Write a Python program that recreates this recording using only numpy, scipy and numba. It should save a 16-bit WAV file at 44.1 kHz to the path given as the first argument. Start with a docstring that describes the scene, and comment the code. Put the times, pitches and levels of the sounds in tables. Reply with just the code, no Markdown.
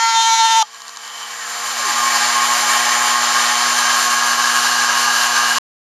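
"""A high-speed bit grinds the end of a plunge into fibreboard, lifts clear and runs free in a workshop.
Cut: partials locked to a wobbling shaft rate, chip noise pulsed by two edges, board modes rung at exit.
Spindle: half-rate whirl partials, bearing whine, fan noise and housing resonances; the microphone backs away.
Carriage: noise bands, damped knocks and a falling motor tone; frame rumble lies under the cut.
Automatic gain ducks under the cut and climbs back slowly; the sound stops abruptly."""
import sys
import numpy as np
from scipy import signal
from scipy.fft import rfft, irfft, next_fast_len
from scipy.io import wavfile
from scipy.ndimage import uniform_filter1d
from numba import njit

SR = 44100
rng = np.random.default_rng(int(sys.argv[2]) if len(sys.argv) > 2 else 0)


def generate_wav(signal):
    """Clip the signal to [-1, 1] and save it as 16-bit WAV at the path in sys.argv[1]."""
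    frames = np.transpose(np.atleast_2d(signal))
    scaled = np.clip(frames, -1, 1) * 32767
    pcm = np.round(scaled).astype(np.int16)
    wavfile.write(sys.argv[1], SR, pcm)


def convert_level_to_amplitude(level_db):
    """Map a level in decibels to its linear amplitude factor."""
    exponent = np.asarray(level_db, float) / 20
    return 10 ** exponent


N = 260366
T = np.arange(N) / SR

# All table levels are relative: later gains apply.
# buried-cut partials, shaft-rate multiples from 4 up: [level/dB]
CUT_PARTIALS = [-15, -41.5, -26.5, -39.5, -34.5, -38.5, -35.5, -42, -37.5, -35, -25.5, -42.5, -26, -35.5,
                -32.5, -34, -50.5, -38, -39, -38, -35.5, -37, -30, -41, -30, -37, -32, -38, -39, -49.5, -36]
# shallow-cut colour relative to buried: [f/Hz, level/dB]
SHALLOW_COLOUR = [(900, -2), (1360, 4.5), (2300, 5), (2750, -4), (3650, -8.5), (4100, 1), (5200, 0.5),
                  (5900, -4), (6400, -2.5), (7000, 4.5), (7700, -8)]
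# chip noise spectrum: [f/Hz, level/dB]
CHIP_SPECTRUM = [(240, -69.5), (600, -22.5), (900, -22), (1400, -16.5), (2200, -23.5), (3500, -14),
                 (6500, -16.5), (8200, -29), (13000, -40)]
# board modes rung as the bit breaks free: [f/Hz, level/dB, t60/s]
BOARD_MODES = [(856, -12.5, 0.066), (1200, -13.5, 0.054), (3200, -19.5, 0.055), (1698, -24.5, 0.029)]
# multiples of half the shaft rate heard from the spindle: [multiple]
HALF_RATE_MULTIPLES = [*range(1, 12), 23, 24, 25]
# their levels: [near level/dB, far level/dB, share of whirl level]
SPINDLE_PARTIALS = [(-30.5, -30, 0.12), (-14, -14.5, 0.25), (-24, -28.5, 1), (-20.5, -20, -0.32),
                    (-20, -24.5, 0.98), (-8, -9.5, 0.14), (-6, -16.5, .9), (-11.5, -9.5, 0.91),
                    (1, -0.5, 0.84), (-2, -1, 0.11), (-22.5, -24.5, 0.17), (-22.5, -13, 1),
                    (-30.5, -7, 0.088), (-29.5, -14, 0.65)]
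# bearing whine, multiples 1 to 3: [near level/dB, far level/dB, share of whirl level]
WHINE_PARTIALS = [(-8.5, -11.5, 0.11), (-6, -6, -0.008), (-13.5, -20.5, 0.38)]
# fan noise spectrum: [f/Hz, level/dB]
FAN_SPECTRUM = [(20, -60), (50, -44.5), (100, -32), (190, -33), (310, -29.5), (520, -19.5), (760, -12.5),
                (1100, -7), (1500, -7.5), (2100, -13.5), (3500, -18), (5650, -16), (6400, -14), (7300, -13),
                (8200, -23.5), (12500, -24)]
# housing resonances: [f/Hz, width/Hz, near level/dB, far level/dB]
HOUSING_MODES = [(831.3, 21, -8.5, -10.5), (1070, 34, -3, -12.5), (1301, 25, -11, -17), (1633, 71, -3.5, 3),
                 (1845, 170, -3, -16), (2274, 118, -7, -14), (2966, 450, -5.5, -15),
                 (4470, 1650, -0.5, -0.5), (7143, 370, -2, -12.5), (8580, 40, -27, -29.5),
                 (11770, 900, -18, -19.5)]
# knocks as the carriage lifts: [t/s, level/dB]
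KNOCKS = [(0.7307, -30), (0.745, -21), (0.8047, -25), (0.819, -23), (0.8805, -21.5), (0.8928, -22),
          (0.9617, -22.5), (0.971, -24), (1.0495, -29), (1.0774, -27)]
# metal modes of each knock: [f/Hz, level/dB, t60/s]
KNOCK_MODES = [(3850, -5, .007), (4440, -3, .007), (4990, -2.5, .006), (5660, -6, .006),
               (6400, -3.5, 0.0055), (7030, -1.5, 0.0063), (8700, -9.5, .005), (1110, -7.5, 0.0201)]
# carriage drive bands: [f/Hz, width/Hz, level/dB]
DRIVE_BANDS = [(3075, 60, 2), (940, 25, -6), (1180, 30, -6)]
# frame noise spectrum: [f/Hz, level/dB]
FRAME_SPECTRUM = [(25, -27), (60, -20), (150, -11.5), (230, 1.5), (330, -8), (480, -8), (800, -40)]
# overall response, narrow gaps near 7.9 and 11 kHz, little above 12.5 kHz: [f/Hz, level/dB]
OVERALL_RESPONSE = [(20, -3.5), (7450, 1), (7720, -4.5), (7800, -36), (7960, -38.5), (8040, -7.5),
                    (8300, 1.5), (10500, 1.5), (10900, -3.5), (11000, -19), (11100, -11.5), (11400, -0.5),
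                    (12450, 1), (12750, -51.5), (13500, -74)]

# bit in the board: shaft sags, faster just before exit; wobble and load grow with depth
LEAVE_S, LEAVE_T60_S = 0.6264, 0.014
CUT_HZ, SAG_HZ_PER_S, STALL_S, STALL_HZ_PER_S = 227.8, 4.9, 0.585, 85
WOBBLE_RATE_HZ, WOBBLE_PEAK_S = 16.55, 0.276
WOBBLE_START_HZ, WOBBLE_GROWTH_HZ_PER_S = 0.5, 2.1
LOAD_DB_PER_S = 8.5
BURY_S, BURY_SPAN_S = 0.16, 0.021
TOP_MULTIPLES = range(35, 56)  # of the shaft rate
# free spindle: speed recovers, then whirl sets in
FREE_HZ, SLOWED_HZ, RECOVER_S = 241.8, 226.8, 0.75
WHIRL_S, WHIRL_SPAN_S, WHIRL_OFF_DB, WHIRL_ON_DB = 1.75, 0.096, -21.5, 2
BACK_S, BACK_SPAN_S = 3.95, 0.24  # microphone backs away
ECHO_S, ECHO_GAIN = 0.000692, 0.13
# bearing whine: slower recovery, shiver while the carriage travels, brief swell as the microphone moves
WHINE_HZ, WHINE_SLOWED_HZ, WHINE_RECOVER_S = 3107, 2972, 0.9
SHIVER_DEPTH_HZ, SHIVER_RATE_HZ, SHIVER_PEAK_S, SHIVER_END_S = 22, 14.6, 1.455, 1.68
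SWELL_S, SWELL_SPAN_S, SWELL_DB = 3.8, 0.25, 3
# carriage drive: steady, louder surge, off
LIFT_DB, SURGE_S, SURGE_DB, LIFT_END_S, LIFT_EDGE_S = -51.5, 1.01, 7, 1.28, 0.0093
# feed motor: even braking, easing into a crawl; FEED_DB holds at half of BRAKE_HZ
BRAKE_S, BRAKE_HZ, BRAKE_HZ_PER_S, CRAWL_HZ, EASE_HZ, HALT_S = 1.38, 1960, 3330, 200, 150, 1.95
FEED_DB, FEED_DB_PER_OCTAVE, FEED_FADE_S = -53, 6, 0.015
STOP_S = 5.5847


def level(x, db):
    """Scale to an rms level."""
    return x * convert_level_to_amplitude(db) / np.sqrt(np.mean(x ** 2))


def colour(x, points):
    """Filter by (f/Hz, level/dB) points on a log-frequency axis."""
    size = next_fast_len(N)
    hz, db = np.transpose(points)
    bins_hz = np.fft.rfftfreq(size, 1 / SR)
    gain = convert_level_to_amplitude(np.interp(np.log(bins_hz + 1), np.log(hz), db))
    return irfft(rfft(x, size) * gain, size)[:N]


def resonance(x, hz, width_hz):
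    """Two-pole band-pass."""
    return signal.lfilter(*signal.iirpeak(hz, hz / width_hz, SR), x)


def walk(rate_hz, size=N):
    """Smooth random drift, about rate_hz turns a second, rms 1."""
    knots = rng.standard_normal(int(size / SR * rate_hz) + 3)
    line = np.interp(T[:size] * rate_hz, np.arange(len(knots)), knots)
    return level(uniform_filter1d(line, int(SR / rate_hz / 2)), 0)


def step(s, span_s):
    """Smooth rise from 0 to 1 around a moment."""
    return 0.5 + 0.5 * np.tanh((T - s) / span_s / 2)


def recover(low_hz, top_hz, lag_s):
    """Exponential speed recovery once the bit is free."""
    return top_hz - (top_hz - low_hz) * np.exp(-np.maximum(T - LEAVE_S, 0) / lag_s)


def stack(hz, orders, waver_db, waver_hz, slip_rad):
    """Partials locked to one rotation, each wavering in level and slipping in phase."""
    turn = 2 * np.pi * np.cumsum(hz) / SR
    total = np.zeros(len(hz))
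    for k, db in orders:
        gain = convert_level_to_amplitude(db + waver_db * walk(waver_hz, len(hz)))
        slip = slip_rad * walk(waver_hz, len(hz))
        total += gain * np.sin(k * turn + slip + 2 * np.pi * rng.random())
    return total * np.sqrt(2), turn


def rumble():
    """Frame shakes in uneven thumps, harder as the bit goes deeper."""
    noise = level(colour(rng.standard_normal(N), FRAME_SPECTRUM), -65)
    shake_db = 4.5 * walk(25) + 6 * np.minimum(T, LEAVE_S)
    return noise * convert_level_to_amplitude(shake_db) * (1 - step(LEAVE_S, 0.01))


def feed():
    """Axis motor braking: a rough tone whose pitch and level fall with speed."""
    braking_hz = BRAKE_HZ - CRAWL_HZ - BRAKE_HZ_PER_S * (T - BRAKE_S)
    hz = CRAWL_HZ + EASE_HZ * np.logaddexp(0, braking_hz / EASE_HZ)
    heard = step(BRAKE_S, FEED_FADE_S) - step(HALT_S, FEED_FADE_S)
    db = FEED_DB + FEED_DB_PER_OCTAVE * np.log2(hz / BRAKE_HZ * 2)
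    return heard * stack(hz, [(1, db)], waver_db=3.5, waver_hz=35, slip_rad=0.6)[0]


def lift():
    """Carriage drive sings in narrow, rough noise bands."""
    running = step(LEAVE_S, LIFT_EDGE_S) - step(LIFT_END_S, LIFT_EDGE_S)
    bands = sum(level(resonance(rng.standard_normal(N), f, width), db) for f, width, db in DRIVE_BANDS)
    return running * convert_level_to_amplitude(LIFT_DB + SURGE_DB * step(SURGE_S, LIFT_EDGE_S)) * bands


def rattles():
    """Short knocks ring damped metal modes, detuned anew each time."""
    out, t = np.zeros(N), T[:SR // 25]
    for s, db in KNOCKS:
        ring = np.zeros(len(t))
        for f, mode_db, t60 in KNOCK_MODES:
            mode_hz = f * (1 + 0.11 * (rng.random() - 0.5))
            phase = 2 * np.pi * rng.random()
            ring += convert_level_to_amplitude(mode_db - 60 * t / t60) * np.sin(2 * np.pi * mode_hz * t + phase)
        start = int(s * SR)
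        attack = np.minimum(t / 0.001, 1)
        out[start:start + len(t)] += convert_level_to_amplitude(db) * attack * ring / np.abs(ring).max()
    return colour(out, [(300, -42), (900, 9.0)])


def balance(multiples, partials, far):
    """Partial levels shifting with distance and with the onset of whirl."""
    whirl_db = WHIRL_OFF_DB + (WHIRL_ON_DB - WHIRL_OFF_DB) * step(WHIRL_S, WHIRL_SPAN_S)
    return [(k, near + far * (away - near) + share * whirl_db)
            for k, (near, away, share) in zip(multiples, partials)]


def fan(hz, far):
    """Turbulent fan air and the housing resonances it excites share the same gusts."""
    gust_db = 0.68 * walk(24.016)
    air = level(colour(rng.standard_normal(N), FAN_SPECTRUM), 6.94) * convert_level_to_amplitude(gust_db + 0.28 * walk(45))
    housing = np.zeros(N)
    for f, width, near, away in HOUSING_MODES:
        mode = resonance(resonance(rng.standard_normal(N), f, width), f, 2 * width)
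        housing += level(mode, 1.93) * convert_level_to_amplitude(near + far * (away - near) + gust_db + 1.05 * walk(11))
    # the unbalanced shaft throbs the air at half rate
    throb = 1 + 0.063 * np.cos(np.pi * np.cumsum(hz) / SR)
    # treble flickers on its own
    treble = colour(air, [(4000, -32.5), (8000, -4.5)])
    blown = throb * (air + housing + treble * (convert_level_to_amplitude(2.0 * walk(18)) - 1))
    # from further back, a bounce off the board combs the noise
    return blown + ECHO_GAIN * far * np.roll(blown, round(ECHO_S * SR))


def whine(far):
    """Bearing tone and overtones, shivering with carriage travel."""
    shiver = np.cos(2 * np.pi * SHIVER_RATE_HZ * (T - SHIVER_PEAK_S)) * (1 - step(SHIVER_END_S, 0.03))
    hz = recover(WHINE_SLOWED_HZ, WHINE_HZ, WHINE_RECOVER_S) + SHIVER_DEPTH_HZ * shiver
    hz = hz * (1 + 0.002 * walk(22))
    swell = convert_level_to_amplitude(SWELL_DB * np.exp(-((T - SWELL_S) / SWELL_SPAN_S) ** 2))
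    orders = balance([1, 2, 3], WHINE_PARTIALS, far)
    return swell * stack(hz, orders, waver_db=1.8, waver_hz=35, slip_rad=0.3)[0]


def spindle():
    """Shaft and whirl partials of half the shaft rate, with whine and fan."""
    hz = recover(SLOWED_HZ, FREE_HZ, RECOVER_S) + 0.2426 * walk(1.5)
    far = step(BACK_S, BACK_SPAN_S)
    orders = balance(HALF_RATE_MULTIPLES, SPINDLE_PARTIALS, far)
    hum = stack(hz / 2, orders[:4], waver_db=0.7, waver_hz=16, slip_rad=0.15)[0]
    tones = stack(hz / 2, orders[4:], waver_db=3.0, waver_hz=30, slip_rad=0.28)[0]
    return convert_level_to_amplitude(-46.5) * (hum + tones + whine(far) + fan(hz, far))


def cut():
    """Edges strike the board each turn; torn chips hiss with each edge; the board rings as the bit leaves."""
    t = T[:SR]
    deep_s, after_s = np.minimum(t, LEAVE_S), np.maximum(t - LEAVE_S, 0)
    # uneven feed slows the shaft in a steady rhythm
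    beat = np.cos(2 * np.pi * WOBBLE_RATE_HZ * (t - WOBBLE_PEAK_S))
    hz = CUT_HZ - SAG_HZ_PER_S * deep_s - STALL_HZ_PER_S * np.maximum(deep_s - STALL_S, 0)
    hz = hz + (WOBBLE_START_HZ + WOBBLE_GROWTH_HZ_PER_S * deep_s) * beat + 0.2 * walk(60, SR)

    shallow = 1 - step(BURY_S, BURY_SPAN_S)[:SR]
    shallow_hz, shallow_db = np.transpose(SHALLOW_COLOUR)
    orders = [(k, db + shallow * np.interp(np.log(k * CUT_HZ), np.log(shallow_hz), shallow_db))
              for k, db in enumerate(CUT_PARTIALS, start=4)]
    top = [(k, -50 - 0.31 * (k - TOP_MULTIPLES[0]) - 4 * shallow) for k in TOP_MULTIPLES]
    edges = stack(hz, orders[:3], waver_db=-1.5, waver_hz=27, slip_rad=0.081)[0]
    # upper partials swell and sink as the contact shifts
    drifting = [(k, db + 2.6 * walk(11, SR)) for k, db in orders[3:] + top]
    song, turn = stack(hz, drifting, waver_db=1.8, waver_hz=40, slip_rad=0.3)

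    hiss = colour(rng.standard_normal(N), CHIP_SPECTRUM)[:SR]
    chips = level(hiss * (1 + 1.9 * np.cos(2 * turn)), -29)  # two edges a turn
    load_db = LOAD_DB_PER_S * deep_s + 0.6 * beat - 60 * after_s / LEAVE_T60_S
    bit = convert_level_to_amplitude(load_db) * (edges + song + chips)
    ring = sum(convert_level_to_amplitude(db - 60 * after_s / t60) * np.sin(2 * np.pi * f * after_s) for f, db, t60 in BOARD_MODES)
    # the clamped board radiates little bass
    return colour(np.pad(bit + ring, (0, N - SR)), [(250, -45), (520, -17.0), (720, -1.0)])


def scene():
    """All sources at the microphone."""
    return (rumble() + feed() + lift() + rattles() + spindle() + cut())[None]


@njit
def ride_gain(x, smooth, top_db, fall, rise_db, start_db):
    """Gain falls in proportion while the output is over the top level, else climbs at a steady rate."""
    y, power, db = np.empty(len(x)), 10 ** (top_db / 10), start_db
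    for i in range(len(x)):
        y[i] = x[i] * 10 ** (db / 20)
        power += smooth * (y[i] ** 2 - power)
        over_db = 10 * np.log10(power + 1e-18) - top_db
        db += -fall * over_db if over_db > 0 else rise_db
    return y


def band_limit(x):
    """A steep low-pass at the top of the band."""
    return signal.sosfilt(signal.butter(12, 13800, fs=SR, output="sos"), x)


def record(dry):
    """Overall response, automatic gain and a hard stop into silence."""
    heard = colour(dry[0], OVERALL_RESPONSE)
    # 10 ms power smoothing; falls 2.5 dB/s per dB over, climbs 16.5 dB/s
    ridden = ride_gain(heard, 1 / (0.01 * SR), -16.0, 2.5 / SR, 16.5 / SR, 0.85)
    mix = (ridden * np.clip((STOP_S - T) / 0.00048, 0, 1))[None]
    return band_limit(mix)


dry = scene()
out = record(dry)
generate_wav(out)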